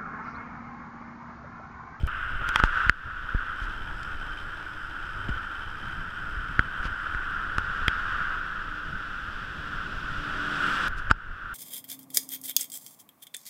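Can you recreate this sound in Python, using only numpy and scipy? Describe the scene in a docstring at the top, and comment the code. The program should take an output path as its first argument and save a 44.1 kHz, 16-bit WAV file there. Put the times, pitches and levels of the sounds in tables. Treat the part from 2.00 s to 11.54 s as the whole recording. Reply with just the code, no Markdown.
"""Road bicycles riding fast on an asphalt hard shoulder; the microphone is in a plastic camera case on one.
From the start road buzz rings the case, tyres hiss, a neighbour's chain chatters close by and gusts
buffet the microphone. In the first second the levels jump abruptly twice and bumps knock the mount.
Cars swell up in the next lane, the chain drops back after 5 s, and a lorry draws level at 8.7 s.
A third jump cuts the lorry off, and one last hard knock follows."""
import sys
import numpy as np
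from scipy import signal
from scipy.fft import rfft, irfft
from scipy.io import wavfile
from scipy.ndimage import uniform_filter1d, minimum_filter1d

SR = 44100
rng = np.random.default_rng(int(sys.argv[2]) if len(sys.argv) > 2 else 0)


def store_wav(level_fs):
    """Save 16-bit WAV to argv[1]."""
    pcm = np.round(np.clip(np.atleast_2d(level_fs), -1, 1) * 32767)
    wavfile.write(sys.argv[1], SR, pcm.T.astype(np.int16))


N = 420713
TIME = np.arange(N) / SR

# four stretches of the ride, each starting abruptly:
# (start [s], road buzz [dB], tyre hiss [dB], deep wind [dB], road roar [dB], lid rasp [dB])
RIDE_STRETCHES = [(0, -50, -66, -32, -75, -80), (0.075, -35, -74, -38, -75, -47.5),
                  (0.894, -40, -56.5, -41, -57, -61.5), (8.884, -36, -55, -47, -53.5, -61)]
# traffic in the next lane: (closest [s], half width [s], buzz in the case [dB], hiss [dB])
TRAFFIC_PASSES = [(0.78, 0.14, -26, -46.5), (1.35, 0.33, -36, -63), (3.38, 0.1, -38, -67),
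                  (5.25, 0.75, -34, -71), (5.85, .22, -46, -48.5), (6.15, 0.23, -29.5, -49.5),
                  (8.8, 0.25, -26.5, -36.5)]
# gusts on the microphone: (middle [s], half width [s], deep buffeting [dB], higher flutter [dB])
WIND_GUSTS = [(.36, 0.14, -34, -58), (1.068, 0.023, -32, -69), (1.95, 0.38, -37.5, -55.5),
              (3.26, 0.11, -35, -54.5), (3.923, 0.14, -50, -46), (4.42, 0.33, -41, -49),
              (4.862, 0.072, -34, -49), (5.664, 0.39, -37, -51), (6.207, 0.048, -41, -53),
              (6.952, 0.05, -39, -44), (7.697, 0.11, -61.5, -44), (8.1, 0.18, -40, -47.5),
              (8.95, 0.53, -34.5, -55)]

# spectra at the microphone: (frequency [Hz], relative level [dB])
CASE_SPECTRUM = [(150, -23.5), (400, -26), (700, -26.5), (900, -21), (1080, -12), (1250, -3.5), (1380, 2),
                 (1500, 2.5), (1640, -3.5), (1850, -12.5), (2200, -27), (2900, -21), (3500, -28.5),
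                 (4200, -44.5), (9000, -58)]  # the plastic case, shaken by the road
HISS_SPECTRUM = [(150, 3), (700, 0), (1400, 8.5), (2200, 0.5), (2600, 7), (3400, 6.5), (4150, -5.5),
                 (4750, -4), (5350, -5), (6700, -17), (7700, -15), (9000, -24), (10200, -23.5),
                 (15000, -48)]  # tyres, through the wall of the case
ROAR_SPECTRUM = [(50, -23), (100, 0.5), (190, 1.5), (330, -6), (700, -15), (1400, -19), (3000, -45)]  # low roar of wheels on asphalt
SPOKE_SPECTRUM = [(3800, -34), (4500, -19), (4800, 3.5), (5350, 4.5), (5900, -9.5), (6900, -16), (7500, -6),
                  (7950, -1), (8600, -19), (9400, -16.5), (10200, -5.5), (11000, -22), (15000, -26)]  # air through the neighbour's spokes
BUFFET_SPECTRUM = [(8, 0.5), (22, 7), (45, -4), (85, -7.5), (130, -15), (200, -26), (350, -28.5),
                   (700, -30), (2000, -78)]  # large eddies
FLUTTER_SPECTRUM = [(40, -9), (90, -3), (150, -1.5), (230, -8), (450, -31), (1500, -60)]  # small eddies
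RASP_SPECTRUM = [(900, -33), (1700, -5), (2000, 0.5), (2300, -6.5), (2750, 1), (3100, -5), (3500, -13.5),
                 (4100, -29), (8000, -46.5)]  # the lid buzzing in its seat
SCRAPE_SPECTRUM = [(200, 5), (700, 0), (1400, 18), (2200, 9.5), (3000, 12), (4000, 2.5), (5100, 1.5),
                   (6000, -1.5), (7700, -11), (10500, -14), (15000, -41)]  # grit and the mount scraping
KNOCK_SPECTRUM = [(200, -40), (520, -46), (860, -22), (1110, -6.5), (1410, 5), (1780, -3.5), (2250, -18),
                  (3050, -19), (4050, -26), (5050, -25.5), (9100, -37.5), (13400, -46), (16100, -77)]  # the case, struck hard
SLIPSTREAM_SPECTRUM = [(500, -3), (3000, 9), (4100, -23), (5600, -15), (6800, -12), (7800, -3), (9200, -18),
                       (10600, -12), (15000, -25)]  # the lorry's slipstream on the case

# the neighbour's chain, drawing level and falling back: (time [s], level [dB])
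NEIGHBOUR_LEVEL = [(0, -54), (.85, -53.5), (1.0, -67), (1.7, -50), (5.4, -52), (6.2, -61), (9.54, -70)]
# resonances of chain, sprockets and frame: (frequency [Hz], bandwidth [Hz], relative level [dB])
CHAIN_MODES = [(934, 120, 3.5), (3080, 113, 5), (2500, 390, -4), (4870, 440, -21), (7700, 260, -25)]
# soft thuds under the camera: (time [s], level [dB], rocking [Hz], ring time [s], rise time [s])
SOFT_THUDS = [(0.033, -8, 58, 0.0099, 0.0015), (0.646, -15, 22.1, 0.03, 0.0023),
              (0.866, -7.5, 35.8, 0.0069, 0.0033), (1.348, -12, 32.8, 0.016, 0.00062),
              (1.617, -22.5, 33.7, 0.035, 0.0012), (3.2906, -10.5, 106, 0.0036, 0.00078),
              (3.298, -19.5, 52.3, 0.018, 0.0017), (4.369, -19.5, 38, 0.023, 0.0025),
              (4.854, -21.5, 30.4, 0.027, 0.00044), (5.148, -16, 38, 0.012, 0.003)]
# thin ticks at the first and last jump: (time [s], level [dB])
JUMP_TICKS = [(0.0707, -24.5), (8.8815, -21)]
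# scrapes of grit and of the mount: (middle [s], level [dB], half width [s], treble tilt [dB/octave])
GRIT_SCUFFS = [(0.488, -46, 0.018, 1), (0.56, -39, 0.026, -2), (0.595, -39, 0.0091, 1),
               (0.653, -39, 0.017, 1), (1.632, -48, 0.023, 0.5), (2.032, -42, 0.0022, 2),
               (3.293, -35, 0.0076, -9), (4.855, -37.5, 0.02, -2), (8.986, -49, 0.013, 5.5),
               (9.11, -22.5, 0.0089, -12)]
# hard knocks of the mount: (time [s], crack [dB], treble tilt [dB/octave], low push [dB],
# bracket ring [dB], lid rattle [dB], rebound delay [s])
MOUNT_KNOCKS = [(0.4899, -19, 5.5, -27, -36, -22, 0.00083), (0.5589, -8.5, 1.5, -24, -20.5, -9, 0.000876),
                (0.5998, -10, -7, -23, -31, -31, 0.00086), (0.6374, -4.5, -3, -5, -17, -16, 0.00072),
                (0.8957, 6, -3.5, -9, -45, -15.5, 0.00042), (4.5932, -2.5, -8.5, -11, -41, -22, 0.00044),
                (5.1476, -18.5, -8, -33, -57, -48, 0.00055), (5.583, -13.5, 0, -17, -33, -30, 0.00075),
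                (5.881, -14.5, 2.5, -12.5, -34, -7.5, 0.00058), (9.1121, 3, -2.5, -2, -14, -15, 0.00079)]
# jolts to the metal clamp of the mount: (time [s], level [dB])
CLAMP_PINGS = [(2.031, -40), (3.292, -43), (9.102, -37), (9.1116, -15)]
# small parts right beside the microphone: (frequency [Hz], relative level [dB], t60 [s])
BRACKET_MODES = [(896, 0, 0.035)]
LID_MODES = [(2000, 11.5, 0.0088), (2440, 9, 0.0097), (3220, 10, 0.014), (3630, -13, 0.015),
             (4860, -10, 0.02), (5060, -16, 0.019), (7200, -20, 0.015), (11000, -24, 0.013)]
CLAMP_MODES = [(4680, -1, 0.022), (5230, -5, 0.035), (7080, -4, .012), (7700, -3, .012)]
# the lorry's engine, coming up in the next lane: (time [s], level [dB], firing rate [Hz])
LORRY_APPROACH = [(5.5, -66.5, 150), (6.8, -54.5, 150.3), (7.4, -62, 147.6), (8.1, -50, 147.3),
                  (8.4, -41.5, 145.7), (8.68, -42.5, 144), (8.88, -60, 135.5)]
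# partials of its drone: (multiple of the firing rate [ratio], relative level [dB])
ENGINE_PARTIALS = [(1.079, -10.5), (1.4, -9.5), (2, -0.5), (2.56, -8.5), (4.24, -12)]


def gain_of(db):
    """Decibels to amplitude."""
    return 10 ** (np.asarray(db) / 20)


def unit_rms(x):
    """Scales to an rms of one."""
    return x / np.sqrt(np.mean(x ** 2) + 1e-20)


def curves(rows):
    """Each column of a table, joined by straight lines in time."""
    times, *columns = np.transpose(rows)
    return [np.interp(TIME, times, column) for column in columns]


def add(mix, s, sound):
    """Lays a sound into the mix at time s."""
    part = mix[max(round(s * SR), 0):][:len(sound)]
    part += sound[:len(part)]


def response(spectrum, tilt_db=0, size=8192):
    """Minimum-phase ring of a body with this spectrum, tilted by tilt_db per octave above 1500 Hz."""
    hz = abs(np.fft.fftfreq(size, 1 / SR))
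    points_hz, points_db = np.transpose(spectrum)
    db = np.interp(np.log(hz + 1), np.log(points_hz + 1), points_db)
    db += tilt_db * np.log2(np.maximum(hz / 1500, 1))
    log_spectrum = np.conj(signal.hilbert(np.log(gain_of(db))))
    return np.fft.ifft(np.exp(log_spectrum)).real[:size // 2]


def coloured(drive, spectrum):
    """Passes a drive through a body; rms one."""
    return unit_rms(signal.oaconvolve(drive, response(spectrum))[:N])


def rush(spectrum):
    """Steady noise with this spectrum; rms one."""
    return coloured(rng.standard_normal(N), spectrum)


def resonate(drive, hz, width_hz, size):
    """Passes a drive through one damped resonance."""
    t = TIME[:size]
    ring = np.exp(-np.pi * width_hz * t) * np.sin(2 * np.pi * hz * t)
    return signal.oaconvolve(drive, ring)[:N]


def wander(hz, step_s=.002, size=8192):
    """Random drift up to about hz; rms one."""
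    lowpass = np.exp(-(np.fft.rfftfreq(size, step_s) / hz) ** 2)
    slow = irfft(rfft(rng.standard_normal(size)) * lowpass)
    return unit_rms(np.interp(TIME, np.arange(size) * step_s, slow))


def grains(per_s, spread_db):
    """Random tiny impacts of uneven size; rms one."""
    size = gain_of(spread_db * np.minimum(rng.exponential(1, N), 4))
    return unit_rms(size * rng.choice([-1, 1], N) * (rng.random(N) < per_s / SR))


def rocking(hz, ring_s, rise_s):
    """A push sets the camera swinging on its mount."""
    t = TIME[:8192]
    return (1 - np.exp(-t / rise_s)) ** 2 * np.exp(-t / ring_s) * np.cos(2 * np.pi * hz * t)


def struck(modes):
    """Dying modes of a small part; peak one."""
    t = TIME[:2048]
    ring = sum((-1) ** k * gain_of(db - 60 * t / t60) * np.sin(2 * np.pi * hz * t)
               for k, (hz, db, t60) in enumerate(modes))
    return ring / abs(ring).max()


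def stretch_at(s):
    """Which stretch of the ride a moment falls in."""
    return np.searchsorted([row[0] for row in RIDE_STRETCHES[1:]], s, side="right")


def same_stretch(s):
    """One throughout the stretch that holds the moment s, zero elsewhere."""
    return stretch_at(TIME) == stretch_at(s)


def nearness(closest_s, width_s):
    """Inverse distance of a straight pass by the microphone: one when closest, zero outside its stretch."""
    return same_stretch(closest_s) / np.hypot(1, (TIME - closest_s) / width_s)


def ride_gains(buzz_falloff=1.126, hiss_falloff=1.52):
    """Gains of the rushing layers: steady in each stretch, with traffic and gusts adding their power."""
    buzz, hiss, buffet, roar, rasp = gain_of(np.array(RIDE_STRETCHES)[stretch_at(TIME), 1:].T)
    flutter = np.zeros(N)
    for s, width_s, buzz_db, hiss_db in TRAFFIC_PASSES:
        near = nearness(s, width_s)
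        buzz = np.hypot(buzz, gain_of(buzz_db) * near ** buzz_falloff)
        hiss = np.hypot(hiss, gain_of(hiss_db) * near ** hiss_falloff)
    for s, width_s, buffet_db, flutter_db in WIND_GUSTS:
        gust = same_stretch(s) * np.exp(-.5 * ((TIME - s) / width_s) ** 2)
        buffet = np.hypot(buffet, gain_of(buffet_db) * gust)
        flutter = np.hypot(flutter, gain_of(flutter_db) * gust)
    return buzz, hiss, buffet, flutter, roar, rasp


def camera_noise(hiss_db=-77, whine_db=-91, whine_hz=11470):
    """The camera's own faint hiss and steady whine."""
    hiss = gain_of(hiss_db) * rng.standard_normal(N)
    return hiss + gain_of(whine_db) * np.sin(2 * np.pi * whine_hz * TIME)


def road_buzz(gain):
    """Chips in the asphalt shake the bicycle, and the case around the microphone rings with each."""
    drive = grains(per_s=2200, spread_db=-2.0) + 0.9 * rng.standard_normal(N)
    return gain * gain_of(0.7 * wander(hz=11.3)) * coloured(drive, CASE_SPECTRUM)


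def tyres(hiss_gain, roar_gain):
    """Smooth rush of tyres and traffic, heard through the case wall, over the low roar of the road."""
    hiss = hiss_gain * gain_of(.5 * wander(hz=27)) * rush(HISS_SPECTRUM)
    return hiss + roar_gain * rush(ROAR_SPECTRUM)


def tyre_hum(chain_db, relative_db=-7.5):
    """The neighbour's tyres hum roughly while that bicycle is close."""
    hum = resonate(rng.standard_normal(N), hz=311, width_hz=41, size=4096)
    return gain_of(chain_db + relative_db) * unit_rms(hum)


def chain(chain_db, links_hz=74, pedal_hz=3.1, surge_db=0.7, flutter_db=3.5, sway_db=3.0):
    """Close alongside, links drop onto the teeth in an uneven chatter that rings the sprockets."""
    links_passed = np.cumsum(links_hz * (1 + 0.019 * wander(hz=2.06))) / SR
    contact = 1 + .6 * np.cos(2 * np.pi * links_passed)
    tension_db = surge_db * np.cos(2 * np.pi * pedal_hz * TIME)  # tighter on each downstroke
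    drive = contact * rng.standard_normal(N) * gain_of(tension_db + flutter_db * np.tanh(wander(hz=60)))
    rings = np.zeros(N)
    for hz, width_hz, db in CHAIN_MODES:
        gain = gain_of(db + sway_db * np.tanh(wander(hz=7.5)))  # shifts as the rider sways
        rings += gain * width_hz * resonate(drive, hz, width_hz, size=1024)
    return gain_of(chain_db) * unit_rms(rings)


def spokes(chain_db, relative_db=-18.5, swing_db=3.0):
    """Air through the neighbour's spokes: thin swishes that come and go at close range."""
    swish_db = chain_db + relative_db + swing_db * np.tanh(wander(hz=11))
    return gain_of(swish_db) * rush(SPOKE_SPECTRUM)


def wind(buffet_gain, flutter_gain, lumps_db=2.5):
    """Wind on the microphone: large and small eddies break on the case in the same lumps."""
    lumps = gain_of(lumps_db * wander(hz=26.2))
    buffet = coloured(lumps * rng.standard_normal(N), BUFFET_SPECTRUM)
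    flutter = coloured(lumps * rng.standard_normal(N), FLUTTER_SPECTRUM)
    return buffet_gain * buffet + flutter_gain * flutter


def lid_rasp(gain):
    """Right by the microphone, the shaken lid buzzes against its seat."""
    return gain * coloured(grains(per_s=5000, spread_db=1.5), RASP_SPECTRUM)


def thuds():
    """Soft bumps only rock the camera."""
    out = np.zeros(N)
    for s, db, hz, ring_s, rise_s in SOFT_THUDS:
        add(out, s, gain_of(db) * rocking(hz, ring_s, rise_s))
    return out


def ticks():
    """A thin, one-sample tick just ahead of the first and the last jump in level."""
    out = np.zeros(N)
    for s, db in JUMP_TICKS:
        add(out, s, gain_of([db]))
    return out


def scuffs():
    """Grit and the mount scrape briefly as the pressure swells and eases."""
    out = np.zeros(N)
    grit = grains(per_s=9000, spread_db=-17)
    for s, db, width_s, tilt_db in GRIT_SCUFFS:
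        span = abs(TIME - s) < .06
        pressure = np.exp(-((TIME[span] - s) / width_s) ** 2)
        ring = response(SCRAPE_SPECTRUM, tilt_db)
        scrape = signal.fftconvolve(pressure * grit[span], ring / np.linalg.norm(ring))
        add(out, TIME[span][0], gain_of(db) * scrape)
    return out


def knocks(rebound_db=-3.5, lid_lag_s=.0005):
    """Hard bumps come up the mount, push the camera and ring its case, bracket and lid."""
    out = np.zeros(N)
    push = rocking(hz=40, ring_s=.007, rise_s=.0003)
    for s, db, tilt_db, push_db, bracket_db, lid_db, rebound_s in MOUNT_KNOCKS:
        crack = response(KNOCK_SPECTRUM, tilt_db)
        crack = gain_of(db) * crack / abs(crack).max()
        add(out, s, crack)
        # the loose joint strikes again at once, which hollows each knock in its own way
        add(out, s + rebound_s, gain_of(rebound_db) * crack)
        add(out, s, -gain_of(push_db) * push)
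        add(out, s, gain_of(bracket_db) * struck(BRACKET_MODES))
        add(out, s + lid_lag_s, gain_of(lid_db) * struck(LID_MODES))
    return out


def pings():
    """The metal clamp of the mount rings briefly when it is jarred."""
    out = np.zeros(N)
    for s, db in CLAMP_PINGS:
        add(out, s, gain_of(db) * struck(CLAMP_MODES))
    return out


def lorry(closest_s=8.72, hiss_falloff=1.52):
    """One lane away, a wavering engine drone sinks in pitch over wheel roar, tyre hiss and slipstream."""
    engine_db, firing_hz = curves(LORRY_APPROACH)
    firings = np.cumsum(firing_hz * (1 + 0.00815 * wander(hz=22))) / SR
    drone = sum(gain_of(db + 2.0 * wander(hz=5.5)) * np.sin(2 * np.pi * multiple * firings)
                for multiple, db in ENGINE_PARTIALS)
    engine = same_stretch(closest_s) * gain_of(engine_db) * drone
    roar = gain_of(-45.5) * nearness(closest_s, width_s=0.84) * rush(ROAR_SPECTRUM)
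    # its many tyres carry from far off; the slipstream is heard only close up
    hiss = gain_of(-46) * nearness(closest_s, width_s=1.5) ** hiss_falloff * rush(HISS_SPECTRUM)
    slipstream = gain_of(-46) * nearness(closest_s, width_s=.17) ** 2 * rush(SLIPSTREAM_SPECTRUM)
    return engine + roar + hiss + slipstream


def scene():
    """Everything that reaches the one microphone on the bicycle."""
    buzz, hiss, buffet, flutter, roar, rasp = ride_gains()
    chain_db, = curves(NEIGHBOUR_LEVEL)
    mix = camera_noise() + road_buzz(buzz) + tyres(hiss, roar)
    mix += tyre_hum(chain_db) + chain(chain_db)
    mix += wind(buffet, flutter) + lorry()
    mix += thuds() + ticks() + scuffs() + knocks() + pings()
    mix += spokes(chain_db) + lid_rasp(rasp)
    return mix[None]


def record(dry, recovery_db_per_s=16, cutoff_hz=15200):
    """The camera's limiter ducks just ahead of an overload and recovers slowly; a low-pass follows."""
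    over_db = 20 * np.log10(np.maximum(abs(dry[0]), 1))
    recovery_db = recovery_db_per_s * TIME
    duck_db = recovery_db - np.maximum.accumulate(over_db + recovery_db)
    duck_db = uniform_filter1d(minimum_filter1d(duck_db, size=161), size=121)  # look ahead, then smooth
    lowpass = signal.firwin(201, cutoff_hz, window=("kaiser", 8), fs=SR)
    return signal.oaconvolve(dry * gain_of(duck_db), lowpass[None], "same")


dry = scene()
out = record(dry)
store_wav(out)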